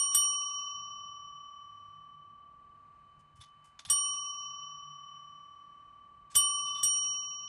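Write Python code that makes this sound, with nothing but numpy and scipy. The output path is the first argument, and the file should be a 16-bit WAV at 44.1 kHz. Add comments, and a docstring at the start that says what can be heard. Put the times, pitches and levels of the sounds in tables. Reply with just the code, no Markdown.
"""A cat paws a steel counter bell on a tiled floor in a quiet room, heard by a phone a metre off.
A ring from a blow just before the start gives way to blows at 0.1, 3.9, 6.4 and 6.8 s: decaying sines for
the partials, noise for the crack, clatter and floor thud. Each new blow stops the old ring.
Noise bursts tick, scrape and swell around the blows; the 3 kHz line dips near 2.9 s, then swells.
Soft rumble, drone, hum and hiss (filtered noise) run throughout; nothing is heard above 15 kHz."""
import sys
import numpy as np
from scipy import signal
from scipy.fft import rfft, irfft, next_fast_len
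from scipy.io import wavfile
from scipy.ndimage import uniform_filter1d

SR = 44100
rng = np.random.default_rng(int(sys.argv[2]) if len(sys.argv) > 2 else 0)


def materialize(psi):
    """Save the field psi as 16-bit PCM at rate SR to the path in sys.argv[1].

    A 1-D psi becomes a single channel; in a 2-D psi each row is a channel.
    """
    bounded = np.clip(np.atleast_2d(psi).T, -1, 1)
    quanta = np.round(bounded * 32767).astype(np.int16)
    wavfile.write(sys.argv[1], SR, quanta)


N = 329861

# clapper blows: start/s, force/dB, low pair/dB, 3 kHz lines/dB, 5.7 kHz line/dB, lean of low pair/dB,
# lean of top partials/dB, start phase of low beat/turns, clapper bounce delay/s, floor thud/dB
BLOWS = [(-.05, -3, -0.5, -3.5, 1.5, -4, 0.5, 0.46, 0.0023, -56.5),
         (.145, -1.1, -0.06, 1, -0.4, 0.3, 12.5, .15, 0.00091, -49.5),
         (3.898, -1.55, -1, -0.5, -1.5, -0.5, -6, .49, 0.0013, -48),
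         (6.351, 0.8, 0.5, -0.4, -4.5, 0.07, -17, 0.72, 0.0098, -44.5),
         (6.829, -4.5, -5.5, 2.5, 5, 2.5, -11, 0.2, 0.0027, -48)]
# short partials of dome, clapper and base: f/Hz
CLANK_HZ = [3540, 4390, 4651, 5297, 6729, 7154, 8097, 8450, 9211, 9910, 10853]
# same partials, one row each: struck level/dB, t60/s, level in metal chatter/dB
CLANK = [(-24.5, 0.049, 5.5), (-31.5, 0.17, -7.5), (-28.5, 0.17, -10), (-44, 2.1, -7), (-25, 0.02, -30),
         (-24.5, 0.041, -28.5), (3, 0.073, -3.5), (-16, .15, -10.5), (-30, 0.62, -21.5), (-10, 0.11, -6),
         (-15.5, 0.17, -4.5)]


def undb(db):
    """Amplitude factor of a level in dB."""
    return 10 ** (np.asarray(db) / 20)


def level(x, db):
    """Scale to an rms level in dB."""
    return x * undb(db) / np.sqrt(np.mean(x ** 2))


def coloured(points):
    """Noise shaped by (f/Hz, level/dB) points, joined over log frequency."""
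    hz, db = np.transpose(points)
    bins_hz = np.arange(N // 2 + 1) * SR / N + 1
    gain = undb(np.interp(np.log(bins_hz), np.log(hz), db, -90, -90))
    return irfft(rfft(rng.standard_normal(N)) * gain, N)


def band(hz, octaves, size=N):
    """Noise band of rms 1."""
    edges_hz = np.clip([hz * 2 ** (-octaves / 2), hz * 2 ** (octaves / 2)], 20, .45 * SR)
    sos = signal.butter(4, edges_hz, "bandpass", fs=SR, output="sos")
    return level(signal.sosfilt(sos, rng.standard_normal(size)), 0)


def walk(rate_hz):
    """Random levels held 1 / rate_hz s and smoothed twice."""
    hold = int(SR / rate_hz)
    steps = np.repeat(rng.standard_normal(N // hold + 1), hold)
    return uniform_filter1d(uniform_filter1d(steps, hold), hold)[:N]


def fade(age, rise_s, t60_s):
    """Zero before the start, an exponential rise, then an exponential decay."""
    age = np.maximum(age, 0)
    return (1 - np.exp(-age / max(rise_s, 1e-4))) * np.exp(-np.log(1000) * age / t60_s)


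def blow_spans(t):
    """Each blow's row, samples (to 50 ms past the next blow), age/s and damping from the next blow on."""
    stops = [row[0] for row in BLOWS[1:]] + [t[-1] + 1]
    for row, stop in zip(BLOWS, stops):
        near = slice(max(int(row[0] * SR), 0), int(stop * SR + SR / 20))
        damping = np.exp(-np.maximum(t[near] - stop, 0) / .004)
        yield row, near, t[near] - row[0], damping


def room(t):
    """Slowly swelling rumble and low drone, a weak hum and faint hiss, all filtered noise."""
    # rumble colour: f/Hz, relative level/dB
    rumble_colour = [(15, -32.5), (25, -12), (58, -2), (119, -6), (145, -4), (172, -8), (198, -6.5),
                     (462, -17.5), (723, -14.5), (1000, -27), (1300, -43.5), (2200, -120)]
    # hiss colour: f/Hz, relative level/dB
    hiss_colour = [(600, -1), (1000, 6.5), (2200, -3), (2700, -4.5), (3300, -15.5), (4100, -10),
                   (4800, -17.5), (7000, -19.5), (9500, -21), (11000, -44)]
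    # drone: t/s, level/dB
    drone_levels = [(0, -83), (.37, -66), (.62, -81), (.76, -65.5), (1.1, -80), (2.1, -70.5), (2.5, -80),
                    (3.2, -73.5), (4.1, -80.5), (4.8, -67.5), (5.35, -71), (5.6, -79.5), (7.48, -77.5)]
    rumble_db, hiss_db, hum_db = -72, -73.5, -80
    drone_hz, drone_width_hz = 149.1, 13
    hum_hz, hum_width_hz = 99, 5
    rumble = level(coloured(rumble_colour) * undb(2.3 * walk(3)), rumble_db)
    drone = band(drone_hz, drone_width_hz / drone_hz)
    drone = drone * undb(np.interp(t, *np.transpose(drone_levels)))
    hum = band(hum_hz, hum_width_hz / hum_hz) * undb(hum_db)
    hiss = level(coloured(hiss_colour) * undb(walk(3.4)), hiss_db)
    return rumble + drone + hum + hiss


def chatter():
    """Dense tiny knocks ringing resonators at the short partials, rms 1."""
    knocks = rng.standard_normal(N) * undb(5 * walk(250))
    out = 0
    for hz, (_, _, db) in zip(CLANK_HZ, CLANK):
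        q = 13 * (hz / 3500) ** 1.9  # high partials ring cleaner
        peak = signal.iirpeak(hz, q, fs=SR)
        out = out + level(signal.lfilter(*peak, signal.lfilter(*peak, knocks)), db)
    return level(out, 0)


def gritty_bursts(t):
    """Ticks, scrapes and a short noisy swell just ahead of some blows: noise, metal chatter, low thud."""
    # bursts: t/s, noise level/dB, centre f/Hz, rise/s, low thud/dB
    bursts = [(0.123, -48.5, 4300, 0.0088, -68.5), (.36, -73, 3700, 0.047, -83),
              (.45, -62.5, 3730, 0.034, -82), (3.19, -71, 6400, 0.0064, -56),
              (3.354, -64.5, 6870, 0.018, -57), (3.401, -52.5, 4670, 0.017, -52),
              (3.411, -62, 4050, .001, -65), (3.64, -62.5, 6800, 0.016, -76), (3.791, -50, 4600, .001, -71),
              (3.85, -48.5, 4200, 0.00052, -61), (3.877, -62, 5000, 0.0024, -53),
              (3.887, -46, 5000, 0.0028, -62.5), (4.061, -72.5, 3800, 0.05, -73),
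              (4.125, -63, 3800, 0.0092, -76.5), (6.299, -49.5, 6000, 0.048, -75),
              (6.344, -49, 4500, 0.0014, -73), (6.42, -65, 3500, 0.045, -62),
              (6.651, -59, 3300, 0.031, -77), (6.745, -54.5, 3200, 0.033, -62),
              (6.94, -72.5, 3900, .015, -80), (7.02, -65.5, 3400, 0.0062, -90)]
    burst_t60_s, t60_per_rise = .09, 4.7  # slow bursts also die slowly
    chatter_hz, chatter_db_per_oct = 4600, -22.5  # dull bursts carry more chatter than thin ones
    thud_lead_s = .015  # the thud starts just before the noise
    out, thud, metal = np.zeros(N), band(100, 1.37), chatter()
    grit = undb(3.8 * walk(300))
    knock = undb(-4.5) * band(1500, 2.2)
    for start, db, hz, rise_s, thud_db in bursts:
        first = int((start - .05) * SR)
        near = slice(first, first + SR)
        age = t[near] - start
        noise = grit[near] * (band(hz, 1.15, size=SR)[:len(age)] + knock[near])
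        rattle = undb(chatter_db_per_oct * np.log2(hz / chatter_hz)) * metal[near]
        envelope = fade(age, rise_s, burst_t60_s + t60_per_rise * rise_s)
        out[near] += undb(db) * (noise + rattle) * envelope
        out[near] += undb(thud_db) * thud[near] * fade(age + thud_lead_s, .0083, .15)
    return out


def floor_thud(t):
    """Each blow thuds through the floor: two low noise bands."""
    out = np.zeros(N)
    thud = band(95, 1.1) + undb(-6.5) * band(420, 1.6)
    for row, near, age, _ in blow_spans(t):
        out[near] += undb(row[-1]) * thud[near] * fade(age, .006, .18)
    return out


def crack(t):
    """Noise of each blow: first contact, gritty crack, its room tail and the clatter of loose metal."""
    # crack colour: f/Hz, relative level/dB
    crack_colour = [(250, -23), (700, -21.5), (1700, -10.5), (2500, -19.5), (3500, -1.5), (4200, -17),
                    (5200, -5), (7200, -7), (9500, -3), (12000, -11), (13500, -9), (15200, -27)]
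    db_per_force_db = 1.5  # the crack grows faster than the ring
    crack_db, tail_db = -31.5, -18  # tail relative to crack
    snap_db, snap_lag_s, snap_t60_s = -29, .0025, .015  # first contact of the clapper
    clatter_db, clatter_t60_s = -41.5, .25
    out, clatter = np.zeros(N), chatter()
    grit = level(coloured(crack_colour), 0) * undb(2.2 * walk(300))
    tail = band(3300, 2.1) * undb(4 * walk(88))  # the room keeps the middle of the crack longest
    for row, near, age, _ in blow_spans(t):
        burst = grit[near] * fade(age, .0011, .13)
        echo = undb(tail_db) * tail[near] * fade(age, .014, .35)
        noise = undb(crack_db) * (burst + echo)
        noise += undb(snap_db) * grit[near] * fade(age - snap_lag_s, .0004, snap_t60_s)
        noise += undb(clatter_db) * clatter[near] * fade(age, .004, clatter_t60_s)
        out[near] += undb(db_per_force_db * row[1]) * noise
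    return out


def clank(t):
    """Short partials of dome, clapper and base, started by the clapper bounce."""
    clank_db, rough_db, buzz_grows_s = -20.5, 6, .078
    out = np.zeros(N)
    wobbles_db = [rough_db * walk(90) for _ in CLANK]
    for row, near, age, damping in blow_spans(t):
        _, force_db, *_, bounce_s, _ = row
        strike_db = 1.2 * rng.standard_normal(len(CLANK))  # the clapper never lands the same way twice
        ring = 0
        for hz, (db, t60_s, _), extra_db, wobble_db in zip(CLANK_HZ, CLANK, strike_db, wobbles_db):
            # loose parts buzz as the ring fades
            rough = undb(wobble_db[near] * np.clip(age / buzz_grows_s, 0, 1))
            envelope = undb(clank_db + force_db + db + extra_db) * fade(age - bounce_s, .0023, t60_s)
            ring = ring + rough * envelope * np.sin(2 * np.pi * hz * age)
        out[near] += np.sqrt(2) * ring * damping
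    return out


def long_ring(t):
    """Decaying sines: a beating low pair, a 3 kHz line that weaker lines make warble, higher lines."""
    # long-ringing lines: f/Hz
    ring_hz = np.array([1124.2, 1162.2, 3019.5, 3019.4, 3044, 2995, 5684.8, 8785.6, 11886, 12920, 13356])
    # their decay: t60/s
    ring_t60_s = [8.5, 11.06, 3.456, 6.46, 4.3, 4.7, 1.997, 0.61, 0.13, .24, 0.11]
    # their level before force, group and lean: level/dB
    ring_db = [-46, -42.5, -35, -70.5, -53, -58, -27.5, -23, -40, -48.5, -44]
    # their sign as the landing spot tips the split pairs: lean/1
    leans = [-1, 1, 0, 0, 0, 0, 0, 0, 1, 1, -1]
    # their flutter: depth/dB
    flutter_db = [.3, .3, 2., 1.2, 3., 6.5, 1.2, 1.5, 3.8, 3., 1.9]
    # slow level changes of the ring: t/s, change of low pair/dB, change of 3 kHz line/dB
    ring_changes = [(2.5, -0.8, -2.8), (2.88, 0.2, -11), (3.1, -.5, 11), (3.32, -4.5, 8.5), (3.5, 1.5, 21),
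                    (3.68, 0.5, 20.5), (3.85, -3, 13)]
    flutter_rate_hz, waver_rate_hz, waver_share = 60, 9, .49  # waver as a share of flutter depth
    slow_beat_turns = .35
    out = np.zeros(N)

    # the 3 kHz line dips near 2.9 s, then swells
    change_s, low_db, mid_db = np.transpose(ring_changes)
    low_db = np.interp(t, change_s, low_db, 0, 0)
    mid_db = np.interp(t, change_s, mid_db, 0, 0)
    gains = []
    for hz, depth_db in zip(ring_hz, flutter_db):
        change_db = low_db if hz < 2000 else mid_db * (3010 < hz < 3030)
        sway = walk(flutter_rate_hz) + waver_share * walk(waver_rate_hz)
        gains.append(undb(change_db + depth_db * sway))

    for row, near, age, damping in blow_spans(t):
        _, force_db, pair_db, mid_lines_db, line_db, low_lean_db, top_lean_db, beat_turns, bounce_s, _ = row
        turns = np.zeros(len(ring_hz))
        turns[0], turns[3] = beat_turns, slow_beat_turns
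        group_db = np.select([ring_hz < 2000, ring_hz < 4000, ring_hz < 7000],
                             [pair_db, mid_lines_db, line_db])
        lean_db = np.where(ring_hz < 2000, low_lean_db, top_lean_db) * leans
        long_db = force_db + group_db + ring_db + lean_db
        ring = 0
        for hz, t60_s, db, turn, gain in zip(ring_hz, ring_t60_s, long_db, turns, gains):
            late_s = bounce_s if hz > 7000 else 0  # high partials start with the bounce
            envelope = undb(db) * gain[near] * fade(age - late_s, .0027, t60_s)
            ring = ring + envelope * np.sin(2 * np.pi * (hz * age + turn))
        out[near] += np.sqrt(2) * ring * damping
    return out


def scene():
    """Sum of all sources, on two channels that differ by a slight phase offset."""
    t = np.arange(N) / SR
    side_db = -54
    mid = room(t) + gritty_bursts(t) + floor_thud(t) + crack(t) + clank(t) + long_ring(t)
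    side = undb(side_db) * np.imag(signal.hilbert(mid, next_fast_len(N))[:N])
    return np.array([mid + side, mid - side])


def record(dry):
    """Nothing is heard above 15 kHz: steep elliptic low-pass."""
    top_hz = 15000
    return signal.sosfilt(signal.ellip(8, .2, 70, top_hz, fs=SR, output="sos"), dry)


dry = scene()
out = record(dry)
materialize(out)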